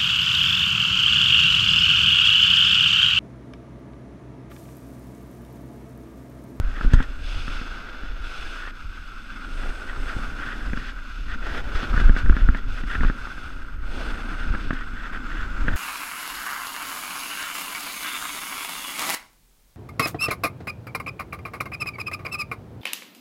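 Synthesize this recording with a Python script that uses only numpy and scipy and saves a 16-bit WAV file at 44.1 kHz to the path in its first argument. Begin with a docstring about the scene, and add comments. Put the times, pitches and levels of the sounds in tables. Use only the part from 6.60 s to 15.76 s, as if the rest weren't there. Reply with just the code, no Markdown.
"""On a groomed slope a snowboard carves turns, heard from a helmet camera in a plastic case.
The base glides with a wandering noisy note; the edge bites and ploughs through packed grains and
throws spray and hissing powder, all made of coloured cracks and noise under moving gains.
Wind noise buffets the case and drums on its shell; eddies suck at it, and jolts thump it and make
its shell and case modes ring. The electronics sing faintly in quick bursts."""
import sys
import numpy as np
from scipy import signal
from scipy.fft import rfft, irfft, next_fast_len
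from scipy.io import wavfile
from scipy.ndimage import uniform_filter1d

SR = 44100
rng = np.random.default_rng(int(sys.argv[2]) if len(sys.argv) > 2 else 0)


def store_wav(level_fs):
    """Save 16-bit WAV to argv[1]."""
    pcm = np.round(np.clip(np.atleast_2d(level_fs), -1, 1) * 32767)
    wavfile.write(sys.argv[1], SR, pcm.T.astype(np.int16))


N = 403956
TIME = np.arange(N) / SR

# Carves, in which the edge digs in and throws snow. Each row: start in seconds, length in seconds,
# then mid-carve levels of ploughing, spray and powder in dB, before the board's own trims and judder,
# centre of the powder's hiss in Hz, share of that centre in dB.
CARVES = [(0.0, 0.56, -55.5, -53, -64.5, 7000, -12), (0.571, 0.37, -52.5, -42, -60, 8830, -4),
          (1.05, 0.49, -58, -52, -72, 8400, -18), (1.577, 0.35, -52.5, -44.5, -58.5, 8350, -11),
          (2.109, 0.77, -72.5, -52.5, -66.5, 8150, -7.5), (2.84, 0.36, -50.5, -51, -60.5, 8450, -3),
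          (3.318, 0.3, -48, -50.5, -58, 8200, -5), (3.72, 0.45, -57, -51, -60, 8100, -14),
          (4.366, 0.34, -72, -50.5, -64.5, 6400, -9.5), (4.82, 0.61, -46, -51, -74, 6705, -16.5),
          (5.602, 0.57, -57, -54, -70, 6800, -11), (6.04, 0.27, -59.5, -49, -59.5, 8160, -14),
          (6.499, 0.31, -58.5, -51.5, -62, 8650, -12), (7.234, 0.22, -43.5, -47, -65.5, 8500, 0.5),
          (7.619, 0.51, -58, -52, -75, 8500, -3), (8.642, 0.52, -67, -75, -68.5, 7160, -3)]
# Resonances of the case that colour the hiss.
# Each row: centre in Hz, width in Hz, lift in dB (negative dips).
CAVITY = [(3458, 270, 9.5), (5000, 80, 7.5), (5320, 220, 3.5), (5800, 250, -2.5), (6370, 400, 8),
          (7820, 430, 9)]
# The gliding note: centre, spread of its wander, and rise (Hz) approached as the edge outweighs the base
NOTE_HZ, NOTE_WANDER_HZ, NOTE_RISE_HZ = 1435, 50, 89.8


def from_db(db):
    """Turn decibels into an amplitude factor."""
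    return 10 ** (np.asarray(db) / 20)


def rms_one(x):
    """Scale a sound to rms 1."""
    return x / np.sqrt(np.mean(x ** 2) + 1e-20)


def in_time(rows):
    """Draw each column of a table as a straight-lined curve over every sample."""
    s, *columns = np.transpose(rows)
    return [np.interp(TIME, s, c) for c in columns]


def drift(rate_hz):
    """Slow random wander of rms about 1: noise through two equal low-pass poles at the given rate."""
    step = 40   # samples between knots
    settle = 2000   # knots dropped while the filter settles
    knots = rng.standard_normal(N // step + settle + 2)
    r = np.exp(-2 * np.pi * rate_hz * step / SR)
    slow = signal.lfilter([1], [1, -2 * r, r * r], knots)[settle:]
    return np.interp(np.arange(N) / step, np.arange(len(slow)), rms_one(slow))


def colour(x, spectrum, resonances=()):
    """Shape a steady sound by a smooth spectrum and narrow lifts; rms 1."""
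    size = next_fast_len(N)
    hz = np.arange(size // 2 + 1) * SR / size
    points = np.array(spectrum)
    db = np.interp(np.log(hz + 1), np.log(points[:, 0]), points[:, 1])
    # above the last point the sound falls by 12 dB an octave
    db -= 20 * np.log10(np.maximum(hz / points[-1, 0], 1) ** 2)
    for centre, width, lift in resonances:
        db += lift / (1 + (2 * (hz - centre) / width) ** 2)
    return rms_one(irfft(rfft(x, size) * from_db(db), size)[:N])


def even_out(x, span_s):
    """Hold the short-term rms near 1."""
    power = uniform_filter1d(x ** 2, max(int(span_s * SR), 2))
    return x / np.sqrt(power + 1e-6)


def ring(clicks, hz, t60):
    """Two-pole resonator: a unit click starts a sine of height 1 that falls 60 dB in t60 seconds."""
    r = from_db(-60 / (t60 * SR))
    w = 2 * np.pi * hz / SR
    return signal.lfilter([0, np.sin(w)], [1, -2 * r * np.cos(w), r * r], clicks + 1e-18)


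def add(out, s, sound):
    """Mix a sound in at time s."""
    start = max(round(s * SR), 0)
    out[start:start + len(sound)] += sound[:N - start]


def grains(per_s, spread_db, hiss_db):
    """Snow crystals break at random with varied sizes, over a smooth hiss relative to their rms."""
    sizes = from_db(spread_db * np.minimum(rng.exponential(1, N), 4))
    signed = sizes * rng.choice([-1, 1], N)
    cracks = signed * (rng.random(N) < per_s / SR)
    return rms_one(cracks) + from_db(hiss_db) * rng.standard_normal(N)


def narrow_band(centre_hz, width_hz):
    """Low-passed noise shifted up to gather around a moving centre; rms 1."""
    lowpass = signal.butter(2, width_hz / 2, fs=SR, output="sos")
    flutter = signal.sosfilt(lowpass, rng.standard_normal((2, N)))
    phase = 2 * np.pi * np.cumsum(centre_hz) / SR
    return rms_one(flutter[0] * np.cos(phase) + flutter[1] * np.sin(phase))


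def strokes(rows, attack_s, release_s, slope_db_per_s=0):
    """Movements (start, length, dB, ..) that rise, hold with a slope and let go; a gain per dB column."""
    power = np.zeros((len(rows[0]) - 2, N))
    for start, length, *levels in rows:
        t = np.arange(0, length + release_s, 1 / SR)
        rise = np.clip(t / attack_s, 0, 1)
        fall = np.clip(1 - (t - length) / release_s, 0, 1)
        slope_db = slope_db_per_s * (t - length / 2)   # the row's level holds at mid-length
        for track, db in zip(power, levels):
            add(track, start, (rise * fall * from_db(db + slope_db)) ** 2)
    return np.sqrt(power)


def board(glide_gain, plough_gain, bite_gain, spray_gain):
    """Base and edge crush the snow; the ridged surface shakes their sounds together."""
    # Colours of the four sounds. Each row: frequency in Hz, relative level in dB.
    glide_colour = [(600, -22), (1000, -11.5), (1170, -6), (1290, 0), (1430, 1.5), (1540, 1), (1620, -2.5),
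                    (1740, -17), (2100, -11.5), (4000, -34)]
    plough_colour = [(150, -20.5), (300, 2.5), (420, 0), (600, 0), (800, -2.5), (1050, -6.5), (1500, -9),
                     (3000, -13.5)]
    bite_colour = [(900, -21), (1400, 1.5), (1700, -1.5), (1900, 0), (2150, -15), (2600, -14.5),
                   (3400, -14.5), (6000, -76)]
    spray_colour = [(1200, -42), (2000, -5.5), (2600, 5), (2900, 2), (3200, -5), (3800, -5.5), (4450, -6),
                    (4780, -8), (5900, -15), (7000, -25.5), (10000, -39), (15300, -68)]
    edge_share = bite_gain / (bite_gain + glide_gain)
    note_hz = NOTE_HZ + NOTE_WANDER_HZ * drift(6) + NOTE_RISE_HZ * edge_share
    judder = drift(35)
    rasp = drift(66)   # the edge catches and slips
    note = from_db(-3) * narrow_band(note_hz, width_hz=150)
    base_noise = colour(grains(900, spread_db=1.0, hiss_db=-2.5), glide_colour)
    glide = even_out(base_noise + note, span_s=0.058)
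    plough = colour(grains(1800, spread_db=2, hiss_db=2.0), plough_colour)
    crunch = grains(1500, spread_db=3.3, hiss_db=-2)
    bite = even_out(colour(crunch, bite_colour), span_s=0.07)
    spray = colour(grains(6000, spread_db=-0.5, hiss_db=1.0), spray_colour, CAVITY)
    # each dB sum: a fixed trim plus the shaking
    return (glide * glide_gain * from_db(1.0 + 1.26 * judder)
            + plough * plough_gain * from_db(1.16 + 1.15 * judder)
            + bite * bite_gain * from_db(0.7 + 3.0 * rasp)
            + spray * spray_gain * from_db(-0.45 + 1.17 * judder))


def riding():
    """Gains of glide, plough, bite, spray and powder: the base slides; carves and scrapes add power."""
    # The base gliding under the rider's weight, before bumps and lifts.
    # Each row: time in seconds, level in dB.
    glide_levels = [(0.0, -45.5), (0.25, -42.5), (0.64, -46.5), (0.92, -40.5), (1.53, -46), (1.94, -40.5),
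                    (2.22, -46), (2.63, -46), (2.76, -42.5), (3.7, -40), (4.59, -45.5), (5.38, -36.5),
                    (6.15, -44.5), (6.35, -40), (7.22, -45), (7.58, -38), (8.32, -42), (9.16, -37.5)]
    # The board ploughing through loose snow, before lifts. Each row: time in seconds, level in dB.
    plough_levels = [(0.0, -50.5), (0.74, -55), (1.02, -51.5), (1.96, -55), (2.19, -63), (2.7, -60),
                     (3.09, -51), (3.83, -49.5), (4.51, -61.5), (5.1, -43), (5.38, -48), (6.1, -57),
                     (6.3, -52.5), (7.24, -57.5), (7.5, -45.5), (8.27, -57), (9.06, -49), (9.16, -51)]
    # Scrapes, in which the edge skids on hard snow. Each row: start in seconds, length in seconds,
    # then mid-scrape levels of bite, spray and ploughing in dB, before lifts and the board's trims.
    scrape_rows = [(0.135, 0.047, -39, -56.5, -48), (0.2, 0.04, -44.5, -48, -45),
                   (0.29, 0.1403, -42, -51, -48.5), (1.97, 0.14, -44.5, -62, -63.5),
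                   (2.96, 0.1395, -47, -54.5, -46), (3.26, 0.04, -41, -51, -52),
                   (3.45, 0.082, -41.5, -49.5, -50), (3.78, 0.15, -38, -52, -58),
                   (3.94, 0.16, -50, -65, -51.5), (4.14, 0.16, -45, -47.5, -71.5),
                   (4.66, 0.08, -38, -47.5, -58), (4.81, 0.17, -38, -46.5, -42),
                   (5.12, 0.12, -41, -41.5, -46), (5.33, 0.082, -41, -45.5, -56),
                   (5.54, 0.057, -42, -44.5, -48), (5.72, 0.1, -40, -51.5, -49.5),
                   (5.94, 0.05, -43, -53, -50.5), (6.14, 0.07, -43, -62, -53),
                   (6.27, 0.079, -34, -48, -47.5), (6.4, 0.09, -42.5, -49, -51.5),
                   (8.13, 0.0963, -41, -58, -65), (8.34, 0.128, -40.5, -52.5, -57.5),
                   (8.52, 0.031, -34.5, -49, -46), (7.77, 0.059, -43, -58, -64.5),
                   (7.98, 0.069, -51, -48, -55), (8.67, 0.17, -41.5, -52, -55),
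                   (9.05, 0.083, -40.5, -63.5, -42)]
    glide = from_db(in_time(glide_levels)[0] + 1.5 * drift(8.1))   # bumps of 1.5 dB rms
    loose_snow = from_db(in_time(plough_levels)[0])
    carve_plough, carve_spray, carve_powder = strokes(
        [row[:-2] for row in CARVES], attack_s=0.1, release_s=0.34, slope_db_per_s=1)
    scrape_bite, scrape_spray, scrape_plough = strokes(
        scrape_rows, attack_s=0.032, release_s=0.03, slope_db_per_s=13.5)
    # a scrape also presses the base down
    pressed_glide = np.hypot(glide, scrape_bite * from_db(-5))
    plough = np.linalg.norm([loose_snow, carve_plough, scrape_plough], axis=0)
    # the edge bites a little in loose snow too
    bite = np.hypot(scrape_bite, loose_snow * from_db(-3))
    # the flat base throws some spray and powder of its own
    spray = np.linalg.norm([glide * from_db(-13), carve_spray, scrape_spray], axis=0)
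    dust = np.linalg.norm([glide * from_db(-25.5), carve_powder, scrape_spray * from_db(-20)], axis=0)
    return contact() * np.array([pressed_glide, plough, bite, spray, dust])


def contact():
    """Share of the rider's weight on the snow: in lifts the board goes light and its sounds sink."""
    # Each row: start in seconds, length in seconds, share of the weight lost from 0 to 1.
    lift_rows = [(0.47, 0.17, 0.1), (2.11, 0.026, 0.55), (4.75, 0.025, 0.2), (5.018, 0.091, 0.31),
                 (5.464, 0.06, 0.11), (5.63, 0.057, 0.21), (5.992, 0.075, 0.35), (6.216, 0.04, 0.45),
                 (7.031, 0.188, 0.25), (8.219, 0.036, 0.13), (8.581, 0.073, 0.08)]
    lift_s, landing_s = 0.0041, 0.021
    weight = np.ones(N)
    for start, length, lost in lift_rows:
        end = start + length
        corners = [start, start + lift_s, end, end + landing_s]
        weight *= 1 - lost * np.interp(TIME, corners, [0, 1, 1, 0])
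    return weight


def powder(gain):
    """Fine crystals hiss in the air, with one band that moves from carve to carve."""
    # Colour of the broad hiss. Each row: frequency in Hz, relative level in dB.
    dust_colour = [(3500, -17), (5400, 3.5), (6600, -5), (7300, -2.5), (8000, -8), (8800, -4.5), (9400, -4),
                   (11400, -7.5), (12500, -16), (13500, -12), (14400, -16), (15300, -34)]
    middles = [(start + length / 2, hz, share) for start, length, *_, hz, share in CARVES]
    centre_hz, share_db = in_time(middles)
    broad = colour(grains(9000, spread_db=0.0, hiss_db=-9.5), dust_colour, CAVITY)
    band = from_db(share_db) * narrow_band(centre_hz, width_hz=1040)
    return gain * from_db(-2) * (broad + band)


def snaps(attack_s=0.0042, decay_s=0.0055, trim_db=-2):
    """Hard crumbs of snow crack in short bright bursts of coloured noise."""
    # Each row: time in seconds, level in dB before the trim and the burst's shape.
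    snap_rows = [(0.332, -24.5), (0.34, -30), (0.4234, -32.5), (5.3991, -33), (5.569, -34.5), (5.5854, -33),
                 (5.968, -41), (8.132, -37)]
    burst, t = np.zeros(N), TIME[:SR // 20]
    shape = np.minimum(t / attack_s, 1) * np.exp(-t / decay_s)
    for s, db in snap_rows:
        add(burst, s, from_db(db + trim_db) * shape)
    bright = [(1000, -22), (2500, 17.5), (4000, 12.0), (8000, -0.5), (14000, -11)]   # (Hz, dB)
    return burst * colour(rng.standard_normal(N), bright, CAVITY)


def jolts(rows, rattle_s=0.0044, rattle_db=-17, soft_hz=2050, contact_s=0.0028,
          knock_trim_db=2.0, thud_trim_db=5):
    """Each jolt is a brief push that booms the shell, and a padded, rattling knock that rings the case."""
    # What the case rings with when jolted.
    # Each row: multiple of the knock's pitch, relative level in dB, t60 in seconds.
    case_modes = [(.58, -48, 0.0043), (.86, 8.5, 0.0048), (1.07, 14.5, 0.0059), (1.33, -31, 0.0062),
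                  (1.77, 3, 0.0029), (2.33, -27, .010)]
    # What the shell booms with when pushed.
    # Each row: frequency in Hz, relative level in dB, t60 in seconds.
    shell_modes = [(263, -7, 0.091), (312, 1.5, 0.016)]
    out, t = np.zeros(N), TIME[:SR // 12]
    tap = 1.0 * (t == 0)
    push = np.convolve(tap, np.hanning(max(int(contact_s * SR), 3)))[:len(t)]
    unit_push = push / push.sum()
    boom = sum(from_db(level) * ring(unit_push, hz, t60) for hz, level, t60 in shell_modes)
    thud = -push - boom
    padding = signal.butter(3, soft_hz, fs=SR, output="sos")
    noises = rng.standard_normal((len(rows), len(t)))
    for (s, knock_db, thud_db, pitch_hz), noise in zip(rows, noises):
        rattle = from_db(rattle_db) * noise * np.exp(-t / rattle_s)
        blow = signal.sosfilt(padding, tap + rattle)
        # neighbouring modes swing against each other, so the knock swells for a moment
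        knock = sum((-1) ** k * from_db(level) * ring(blow, multiple * pitch_hz, t60)
                    for k, (multiple, level, t60) in enumerate(case_modes))
        knock /= np.abs(knock).max()
        add(out, s, from_db(knock_db + knock_trim_db) * knock + from_db(thud_db + thud_trim_db) * thud)
    return out


def ridges(glide_gain, per_s=14, spread_db=7.0, spread_hz=80):
    """Small ridges jog the case at random, denser and stronger where the board presses harder."""
    # the full rate holds only at the loudest glide
    pressure = (glide_gain / glide_gain.max()) ** 3
    at = np.flatnonzero(rng.random(N) < per_s / SR * pressure)
    chance = rng.standard_normal((200, 3))   # at most 200 ridges
    rows = []
    for i, db, (a, b, c) in zip(at, 20 * np.log10(glide_gain[at]), chance):
        # seconds, knock dB and thud dB before the trims in jolts(), pitch in Hz
        rows.append((i / SR, db + 4.5 + spread_db * a, db - 2 + spread_db * b, NOTE_HZ + spread_hz * c))
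    return rows


def wind(stream_trim_db=4.0):
    """Turbulence presses on the case and drums on its shell; gusts raise both."""
    # The air stream between gusts. Each row: time in seconds, level of buffeting in dB before trim
    # and swirl, level of the shell's drumming in dB before flurry.
    airflow = [(0.0, -29, -46), (0.94, -35.5, -49.5), (1.17, -37.5, -47.5), (1.55, -34.5, -53.5),
               (2.63, -42, -51.5), (2.91, -38.5, -46), (3.06, -39, -51), (4.08, -32, -41),
               (4.41, -36.5, -53.5), (5.59, -30.5, -39.5), (6.05, -30, -44.5), (6.38, -30.5, -44),
               (6.73, -38.5, -49), (7.27, -31, -48), (7.55, -33.5, -40), (7.91, -30.5, -41),
               (8.32, -34, -45.5), (9.16, -29.5, -40.5)]
    # Gusts on top of it. Each row: start in seconds, length in seconds, level of buffeting in dB,
    # level of drumming in dB before flurry.
    gust_rows = [(0.0, 0.074, -20, -59), (0.23, 0.18, -20.5, -39), (0.66, 0.36, -30.5, -61),
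                 (1.5, 0.049, -35, -62), (2.94, 0.15, -27.5, -47), (3.28, 0.045, -32, -51.5),
                 (3.36, 0.091, -24, -51), (3.54, 0.09, -30, -43), (4.66, 0.42, -28, -48.5),
                 (4.06, 0.13, -28, -44.5), (5.14, 0.027, -17.5, -48), (5.3, 0.24, -16, -38.5),
                 (5.63, 0.1, -13.5, -40), (5.81, 0.13, -19, -40.5), (6.37, 0.12, -17.5, -37),
                 (7.33, 0.201, -31, -45), (7.86, 0.07, -23.5, -44), (8.04, 0.06, -25, -45),
                 (8.99, 0.17, -18.5, -38)]
    # Colours of the two noises. Each row: frequency in Hz, relative level in dB.
    buffet_colour = [(12, -2), (20, -6.5), (28, 5.5), (42, -7.5), (60, -14), (90, -23.5), (140, -31.5),
                     (250, -59), (500, -67)]
    drum_colour = [(60, -6.5), (105, -2), (170, -4.5), (255, 3.5), (310, -4), (370, -11), (480, -17),
                   (700, -29), (1200, -53)]
    stream, drumming = from_db(in_time(airflow))
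    gust, gust_drumming = strokes(gust_rows, attack_s=0.0123, release_s=0.04)
    buffet = even_out(colour(rng.standard_normal(N), buffet_colour), span_s=0.0463)
    drum = even_out(colour(rng.standard_normal(N), drum_colour), span_s=0.05)
    swirl = from_db(2.6 * drift(10))
    flurry = from_db(2.3 * drift(28))
    buffet_gain = np.hypot(stream * from_db(stream_trim_db) * swirl, gust)
    drum_gain = np.hypot(drumming, gust_drumming) * flurry
    return buffet * buffet_gain + drum * drum_gain


def eddies(build_s=0.019, leak_hz=22):
    """A passing eddy sucks at the case; the pressure leaks back (a high-pass) and overshoots."""
    # The strongest eddies. Each row: time of deepest suction in seconds,
    # depth in dB before the leak, release in seconds.
    eddy_rows = [(0.259, 0.5, 0.016), (0.338, 2.5, 0.00416), (0.372, -3, 0.0081), (3.091, -11.5, 0.021),
                 (3.566, -14.5, 0.0021), (5.454, 4, 0.012), (5.498, -0.5, 0.0077), (5.695, 4, 0.012),
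                 (5.835, 1.5, 0.0172), (5.890, -0.5, 0.0083), (6.441, 0, 0.022), (7.904, -10, 0.006)]
    out = np.zeros(N)
    for s, db, release in eddy_rows:
        t = np.arange(-build_s, release, 1 / SR)
        suction = np.cos(np.pi / 2 * t / np.where(t < 0, build_s, release)) ** 2
        add(out, s - build_s, -from_db(db) * suction)
    return signal.sosfilt(signal.butter(2, leak_hz, "high", fs=SR, output="sos"), out)


def whine(pitch_hz=12885, level_db=-75, bursts_per_s=47.955, duty=0.52, octave_below_db=-1):
    """The camera's electronics sing faintly in regular bursts on a high note and its lower octave."""
    cycle = ((TIME - 0.0165) * bursts_per_s + .5) % 1
    busy = abs(cycle - .5) < duty / 2
    gate = uniform_filter1d(1.0 * busy, size=128)   # softens the switching
    phase = 2 * np.pi * np.cumsum(pitch_hz + 20 * drift(40)) / SR
    tones = np.sin(phase) + from_db(octave_below_db) * np.sin(phase / 2)
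    # the root of 2 makes the level the rms of the upper note in a burst
    return from_db(level_db) * gate * np.sqrt(2) * tones


def scene():
    """The board and its powder below, jolts, wind and whine at the case."""
    # Jolts of the case. Each row: time in seconds, level of the knock in dB and of the thud in dB,
    # both before the trims in jolts(), pitch of the knock in Hz.
    jolt_rows = [(0.2105, -21, -32, 1410), (0.247, -36, -24.5, 1330), (0.3354, -18.5, -16, 1560),
                 (0.342, -19, -26, 1250), (0.4031, -19, -24, 1440), (0.88, -28.5, -32, 1350),
                 (1.014, -29, -32.5, 1450), (1.434, -32, -37, 1510), (2.0753, -29, -45, 1230),
                 (3.035, -29, -74, 1390), (4.133, -22.5, -25.5, 1440), (4.1729, -24, -31, 1500),
                 (5.2303, -23.5, -30, 1347), (5.3402, -20, -28.5, 1294), (5.3772, -18.5, -23, 1510),
                 (5.4001, -20, -32, 1590), (5.413, -27, -25, 1332), (5.4948, -18.5, -18, 1460),
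                 (5.5642, -20, -27.5, 1553), (5.6608, -25, -29, 1490), (5.6967, -17, -17.5, 1495),
                 (5.725, -24, -38, 1350), (5.7667, -18, -24.5, 1540), (5.888, -15.5, -19.5, 1430),
                 (5.948, -19, -25.5, 1570), (6.2362, -28, -29.5, 1558), (6.4078, -22, -24.5, 1580),
                 (6.4334, -19, -26, 1250), (6.4479, -21.5, -22.5, 1390), (6.499, -18.5, -24, 1520),
                 (6.6713, -26, -44, 1250), (6.78, -29, -38.5, 1377), (7.9391, -24.5, -43, 1250),
                 (7.949, -21.5, -30, 1470), (8.1069, -15, -24, 1480), (8.1306, -25.5, -27.5, 1538),
                 (9.0818, -14, -23, 1505)]
    glide, plough, bite, spray, dust = riding()
    snow = board(glide, plough, bite, spray) + powder(dust) + snaps()
    knocks = jolts(list(jolt_rows) + ridges(glide))
    return (snow + knocks + wind() + eddies() + whine())[None]


def record(dry):
    """Peaks are clipped hard at 0.97, then a steep low-pass cuts the top at 15300 Hz."""
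    lowpass = signal.ellip(10, .1, 80, 15300, fs=SR, output="sos")
    return signal.sosfilt(lowpass, np.clip(dry, -.97, .97))


dry = scene()
out = record(dry)
store_wav(out)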